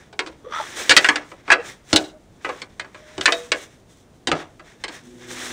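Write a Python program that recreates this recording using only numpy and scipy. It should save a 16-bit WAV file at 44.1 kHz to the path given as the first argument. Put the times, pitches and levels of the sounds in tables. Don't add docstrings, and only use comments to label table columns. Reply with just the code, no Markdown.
import sys
import numpy as np
from scipy import signal
from scipy.fft import rfft, irfft, next_fast_len
from scipy.io import wavfile

SR = 44100
rng = np.random.default_rng(int(sys.argv[2]) if len(sys.argv) > 2 else 0)


def bounce(signal):
    frames = np.transpose(np.atleast_2d(signal))
    limited = np.clip(frames, -1, 1)
    pcm = np.round(limited * 32767).astype(np.int16)
    wavfile.write(sys.argv[1], SR, pcm)


N = 243431
TIME = np.arange(N) / SR


def from_db(db):
    return 10 ** (np.asarray(db) / 20)


def rms_one(x):
    return x / np.sqrt(np.mean(x ** 2) + 1e-20)


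def passed(x, hz, kind, order=2):
    edges = np.clip(hz, 10, .45 * SR)
    return signal.sosfilt(signal.butter(order, edges, kind, fs=SR, output="sos"), x)


def dying(t, t60):
    return np.exp(-np.log(1000) * t / max(t60, 1e-3))


def drift(rate):
    steps = rng.standard_normal(4096)
    return rms_one(np.interp(TIME * rate, np.arange(len(steps)), steps))


def coloured_noise(spectrum):
    hz, db = np.transpose(spectrum)
    size = next_fast_len(N)
    f = np.fft.rfftfreq(size, 1 / SR) + 1e-3
    low_cut = np.minimum(1, f / hz[0]) ** 2
    gain = from_db(np.interp(np.log(f), np.log(hz), db)) * low_cut
    white = rng.standard_normal(size)
    return rms_one(irfft(rfft(white) * gain, size)[:N])


def add(out, s, sound):
    at = max(0, int(s * SR))
    out[at:at + len(sound)] += sound[:max(0, N - at)]


def movement(start_s, length_s, attack_db_per_s, release_db_per_s):
    early = np.maximum(start_s - TIME, 0)
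    late = np.maximum(TIME - start_s - length_s, 0)
    return from_db(-np.minimum(attack_db_per_s * early + release_db_per_s * late, 120))


# (f/Hz, relative spectral level/dB)
AIR_SPECTRUM = [(22, -2), (115, 1.5), (250, -1), (600, -8), (1270, -18.5), (3000, -26), (8400, -34),
                (15000, -27)]


def yard_air(level_db=-51.5):
    return from_db(level_db) * coloured_noise(AIR_SPECTRUM)


# (f/Hz, relative level/dB)
HUM_LINES = [(120, -56), (247, -46), (340, -51), (367, -48), (498, -58)]
# (t/s, gain level/dB)
HUM_SWELL = [(4.9, -30), (5.05, -9), (5.18, -3), (5.33, 1.5), (5.43, -2), (5.52, -4)]


def hum(flicker_db=3.0, pitch_waver=.009):
    lines = np.zeros(N)
    for hz, db in HUM_LINES:
        gain = from_db(db + flicker_db * drift(25))
        wavering_hz = hz * (1 + pitch_waver * drift(40))
        lines += gain * np.sin(2 * np.pi * np.cumsum(wavering_hz) / SR)
    swell = from_db(np.interp(TIME, *np.transpose(HUM_SWELL)))
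    return np.sqrt(2) * lines * swell


# (f/Hz, relative spectral level/dB)
SLEEVE_SPECTRUM = [(300, -0.5), (1000, -14.5), (2000, -16), (3500, 2), (4600, -6.5), (6000, 0.5),
                   (8000, -3), (10000, -8.5), (15000, -5)]
# (f/Hz, relative spectral level/dB)
RUB_SPECTRUM = [(150, -17), (350, -2), (700, -6.5), (1100, -5), (1350, -5), (1700, 0.5), (1900, 0),
                (2200, -2.5), (2900, -10.5), (3600, -6), (4600, -18), (5600, -9.5), (9000, -29)]
# (start t/s, length t/s, sleeve level/dB, rub level/dB)
STROKES = [(0, 0.038, -58, -51.5), (0.244, 0.087, -62, -55), (0.557, 0.28, -41.5, -39),
           (0.774, 0.056, -31.5, -32.5), (.85, .25, -38, -35), (1.154, 0.014, -50, -37.5),
           (1.27, 0.038, -52, -54), (1.373, 0.025, -61.5, -54), (1.48, .03, -55, -44.5),
           (1.66, 0.034, -40, -37.5), (1.906, 0.12, -41, -43.5), (2.44, 0.17, -52, -47),
           (2.7, 0.32, -62.5, -61.5), (2.98, 0.22, -57, -50), (3.232, .16, -41.5, -45),
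           (3.44, 0.024, -46, -48), (3.573, 0.054, -43, -44), (3.703, 0.048, -59, -59.5),
           (3.904, 0.11, -57, -63.5), (4.356, .06, -53.5, -46), (4.665, .05, -57, -51.5),
           (4.814, .01, -56.5, -53.5), (4.926, 0.035, -47.5, -43), (5.051, 0.23, -54, -57.5),
           (5.22, .07, -53, -47), (5.31, 0.24, -35.5, -35.5)]
STROKE_ATTACK_DB_PER_S, STROKE_RELEASE_DB_PER_S = 359.5, 223
RESTING_SLEEVE_DB, RESTING_RUB_DB = -66, -73


def handling(fibre_db=1.47, catch_db=1.5, pressure_db=1.4):
    sleeve_gain, rub_gain = from_db(RESTING_SLEEVE_DB), from_db(RESTING_RUB_DB)
    for start_s, length_s, sleeve_db, rub_db in STROKES:
        stroke = movement(start_s, length_s, STROKE_ATTACK_DB_PER_S, STROKE_RELEASE_DB_PER_S)
        sleeve_gain = np.maximum(sleeve_gain, from_db(sleeve_db) * stroke)
        rub_gain = np.maximum(rub_gain, from_db(rub_db) * stroke)
    sleeve = coloured_noise(SLEEVE_SPECTRUM) * sleeve_gain * from_db(fibre_db * drift(500))
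    rub = coloured_noise(RUB_SPECTRUM) * rub_gain * from_db(catch_db * drift(140))
    return (sleeve + rub) * from_db(pressure_db * drift(25))


# (delay t/s, level/dB before the treble loss)
ECHOES = [(.078, -28.5), (.122, -37.5)]


def echoes(x, dull_hz=5000, scatter_t60=0.11):
    response, t = np.zeros(N), TIME[:SR // 3]
    for delay, db in ECHOES:
        scatter = rng.standard_normal(len(t)) * dying(t, scatter_t60)
        add(response, delay, from_db(db) * scatter / np.linalg.norm(scatter))
    returned = signal.fftconvolve(x, response[:SR // 2])[:N]
    return passed(returned, dull_hz, "low", order=1)


# (start t/s, length t/s, first f/Hz, last f/Hz, level/dB, roughness)
SQUEAKS = [(0.442, 0.046, 387, 532, -38.5, 1.3), (0.444, 0.054, 1107, 1215, -46, 0.94),
           (0.481, 0.048, 485, 406, -41.5, 1.3), (0.537, 0.062, 1236, 1358, -26, .7),
           (0.593, .033, 900, 825, -28.5, 0.5), (0.599, 0.014, 611, 627, -27, .4),
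           (1.577, 0.038, 495, 470, -26.5, 0.4), (2.126, 0.06, 617, 620, -47, 0.13),
           (2.932, 0.32, 607, 619, -51, 0.37)]


def squeaks(wobble=0.021):
    out = np.zeros(N)
    for s, length, first_hz, last_hz, db, rough in SQUEAKS:
        along = np.linspace(0, 1, int(length * SR))
        flutter = rough * drift(300)[:len(along)]
        hz = (first_hz + (last_hz - first_hz) * along) * (1 + wobble * flutter)
        envelope = np.sqrt(2 * abs(np.sin(np.pi * along))) * (1 + flutter / 2)
        add(out, s, from_db(db) * envelope * np.sin(2 * np.pi * np.cumsum(hz) / SR))
    return out


# (f/Hz, bandwidth f/Hz, relative level/dB)
SCRAPE_MODES = [(614, 90, -12), (900, 130, -4), (1250, 220, 0), (1950, 400, -8), (2350, 200, -12),
                (3420, 280, -9), (5900, 250, -16)]
# (start t/s, length t/s, level/dB)
DRAGS = [(0.452, .04, -52), (.528, .078, -30), (4.346, 0.064, -41)]
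DRAG_ATTACK_DB_PER_S, DRAG_RELEASE_DB_PER_S = 650, 260


def scrape(slips_per_s=78, unevenness=0.068):
    cycle = np.cumsum(slips_per_s * (1 + unevenness * drift(60))) / SR % 1
    friction = rng.standard_normal(N) * np.exp(-2 * cycle)
    body = np.zeros(N)
    for k, (hz, width, db) in enumerate(SCRAPE_MODES):
        resonance = passed(friction, [hz - width / 2, hz + width / 2], "band", order=1)
        body += from_db(db) * resonance * (-1) ** k
    drags = [from_db(db) * movement(s, length, DRAG_ATTACK_DB_PER_S, DRAG_RELEASE_DB_PER_S)
             for s, length, db in DRAGS]
    return rms_one(body) * np.max(drags, axis=0)


# (f/Hz, bandwidth f/Hz, relative level/dB)
RACK_MODES = [(107, 60, -6), (160, 35, -2), (256, 55, 2)]
# (t/s, level/dB over the first 30 ms)
THUDS = [(0.893, -33), (0.9652, -37), (1.087, -42), (1.929, -22), (3.179, -36.5), (4.275, -32),
         (4.314, -29)]


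def rack(t60=0.17, tail_t60=0.22, tail_db=-17.0):
    out, t = np.zeros(N), TIME[:SR // 2]
    attack = t < .03
    for s, db in THUDS:
        fade = dying(t, t60) + from_db(tail_db) * dying(t, tail_t60)
        shake = rng.standard_normal(len(t)) * fade
        thud = np.zeros(len(t))
        for hz, width, mode_db in RACK_MODES:
            resonance = passed(shake, [hz - width / 2, hz + width / 2], "band", order=1)
            thud += from_db(mode_db) * resonance
        thud = passed(thud, 400, "low")
        add(out, s, thud / np.std(thud[attack]) * from_db(db))
    return out


# (f/Hz, level/dB, decay t60/s)
HOOK_MODES = [(484, -26, .5), (608, -29, .2), (668, -16, .17), (1739, -38, .3), (3625, -21, .08),
              (3690, -26, .08), (3775, -23, .19)]
HOOK_S = 3.322


def hook(rise_s=0.00064, sway_db=1.5):
    out, t = np.zeros(N), TIME[:SR]
    build_up = 1 - np.exp(-(t / rise_s) ** 2)
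    for hz, db, t60 in HOOK_MODES:
        gain = from_db(db + sway_db * drift(91)[:SR])
        add(out, HOOK_S, gain * np.sin(2 * np.pi * hz * t) * build_up * dying(t, t60))
    return out


def along_rung(x):
    lag = int(rng.uniform(.0009, .0022) * SR)
    return x + .5 * np.roll(x, lag, axis=-1) + .25 * np.roll(x, 2 * lag, axis=-1)


# (level/dB, gain per weight dB/dB, gain per hardness dB/dB, crack t60/s, tail t60/s, tail level/dB)
REGISTERS = [(-5.5, 1, 0, .22, .39, -14), (-6, .72, -0.46, .11, .5, -16), (-0.5, 0, 0, .09, .45, -23),
             (-3.5, 0, 1, 0.073, 0.093, -23.5), (-11, 0, 1, .041, .3, -21.5),
             (-35.5, -0.5, 2.5, 0.034, .15, -28.5)]
REGISTER_EDGES = [270, 750, 1400, 2700, 4900, 8400, 15500]
# (f/Hz before detuning, relative level/dB, decay t60/s)
LADDER_MODES = [(296, -4, .25), (330, -9, .22), (378, -4, .25), (440, -8, .22), (500, -8, .22),
                (757, -7, .15), (1005, -5, .13), (1108, -3, .15), (1320, -8, .1), (1500, -1, .13),
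                (1665, 2, .13), (1810, -6, .11), (1993, -1, .11), (2305, -4, .11), (2531, -4, .1),
                (2815, -5, .08), (2965, -3, .07), (3143, -5, .06), (3445, -2, .06), (3636, -3, .06),
                (3760, -3, .06), (4005, -1, .05), (4400, -5, .03), (5360, -2, .03), (6150, -3, .03),
                (6940, -3, .03)]
# (t/s, level/dB, weight level/dB, hardness level/dB, chatter t/s, main ring of the struck part f/Hz)
BLOWS = [(0.127, -52.5, 11.5, 2.5, .008, 417), (.191, -23.5, -2.5, -1.5, .0015, 2160),
         (.262, -42.5, 10, 3, .017, 322.4), (.894, -16.5, -1, 6.5, .0016, 2946),
         (.906, -9.5, -14, -2, .014, 1688), (0.9649, -7, -11, 2, .011, 1983),
         (1.044, -14, -13.5, -8, .004, 1900), (1.06, -34.5, 4, 5, .005, 1780),
         (1.087, -12, -8, -5.5, 0.0042, 1700), (1.157, -24, -3, -2, .004, 1733),
         (1.316, -45.5, 8, -7.5, .003, 1005), (1.478, -34, 4.5, -10, .022, 1290),
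         (1.502, -10, -15, -16, .012, 1612), (1.517, -10.5, -6, -6, .012, 1523),
         (1.929, -24, 13.5, 9.5, .0035, 310), (1.96, -21.5, 3.5, 12.5, .004, 3902),
         (2.446, -27.5, -0.5, -10.5, .008, 1279), (2.49, -33, 8.5, -7.5, .006, 491),
         (2.617, -36.5, -1.5, 2, .005, 2160), (2.796, -30, -7.5, -3, .0016, 2120),
         (2.845, -45, 0, -10.5, .004, 1680), (2.945, -44, 2, -6, .008, 1633),
         (3.179, -40, 15, 5, .001, 379), (3.21, -30, -1, 4.5, .0014, 3620),
         (3.2563, -12.5, -13.5, -1, .004, 1764), (3.278, -19, -1.5, -12.5, .008, 1054),
         (3.3214, -24, -3, 3.5, .003, 3590), (3.518, -19.5, -2, 1, .001, 1093),
         (4.271, -27, 3, 5.5, 0.005, 3120), (4.282, -44, 22, 11.5, .006, 340),
         (4.3153, -23, 7, -2, .004, 1232), (4.352, -43, 8, -0.5, .046, 440),
         (4.42, -47.5, 5, -5.5, .006, 1645), (4.595, -47.5, 4, -6.5, .008, 2006),
         (4.838, -30.5, -2.5, 1, .004, 2130), (4.88, -39, 4, 3, .007, 1630)]


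def ladder(modes_db=-14.0, main_db=-6.5, main_t60_at_1500_hz=0.12, grain_db=1.5, detune=0.0072,
           rise_s=0.00037, snap_db=2.0, snap_t60=0.013):
    out, t = np.zeros(N), TIME[:SR * 3 // 5]
    attack = t < .03
    rise = 1 - np.exp(-t / rise_s)
    snap = from_db(snap_db) * dying(t, snap_t60)
    mode_hz, mode_db, mode_t60 = np.transpose(LADDER_MODES)
    count = len(mode_hz)
    decays = np.array([dying(t, t60) for t60 in mode_t60], np.float32)
    for s, blow_db, weight_db, hardness_db, chatter_s, main_hz in BLOWS:
        pitches = mode_hz * (1 + detune * rng.standard_normal(count))
        strengths = from_db(mode_db + modes_db + rng.normal(0, 3.5, count)) * rng.choice([-1, 1], count)
        phases = np.outer(2 * np.pi * pitches, t).astype(np.float32)
        ring = strengths @ (np.sin(phases) * decays)
        main_t60 = main_t60_at_1500_hz * np.sqrt(1500 / main_hz)
        ring += from_db(main_db) * np.sin(2 * np.pi * main_hz * t) * dying(t, main_t60)

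        free = np.maximum(t - max(chatter_s, 0), 0)
        grain_steps = rng.standard_normal(400)
        grain = from_db(grain_db * np.interp(t * 500, np.arange(400), grain_steps))
        dense = along_rung(rng.standard_normal((2, len(t)))) * grain

        for k, register in enumerate(REGISTERS):
            register_db, per_weight, per_hardness, crack_t60, tail_t60, tail_db = register
            fade = snap + dying(free, crack_t60) + from_db(tail_db) * dying(t, tail_t60)
            struck = (dense[k % 2] * fade + ring) * rise
            part = passed(struck, REGISTER_EDGES[k:k + 2], "band", order=3)
            colour_db = register_db + per_weight * weight_db + per_hardness * hardness_db
            add(out, s, part / np.std(part[attack]) * from_db(blow_db + colour_db))
    return out


def scene():
    metal = ladder() + rack() + hook() + scrape() + squeaks()
    return (metal + echoes(metal) + handling() + hum() + yard_air())[None]


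def record(dry, ceiling=0.94, main_top_hz=10050, shelf_hz=11900, shelf_db=-11.5, cutoff_hz=16400):
    clipped = dry / (1 + (dry / ceiling) ** 6) ** (1 / 6)
    main = signal.sosfilt(signal.ellip(10, .2, 70, main_top_hz, fs=SR, output="sos"), clipped)
    shelf = from_db(shelf_db) * passed(clipped, shelf_hz, "high", order=12)
    top_cut = signal.cheby2(18, 80, cutoff_hz, fs=SR, output="sos")
    return signal.sosfilt(top_cut, main + shelf)


dry = scene()
out = record(dry)
bounce(out)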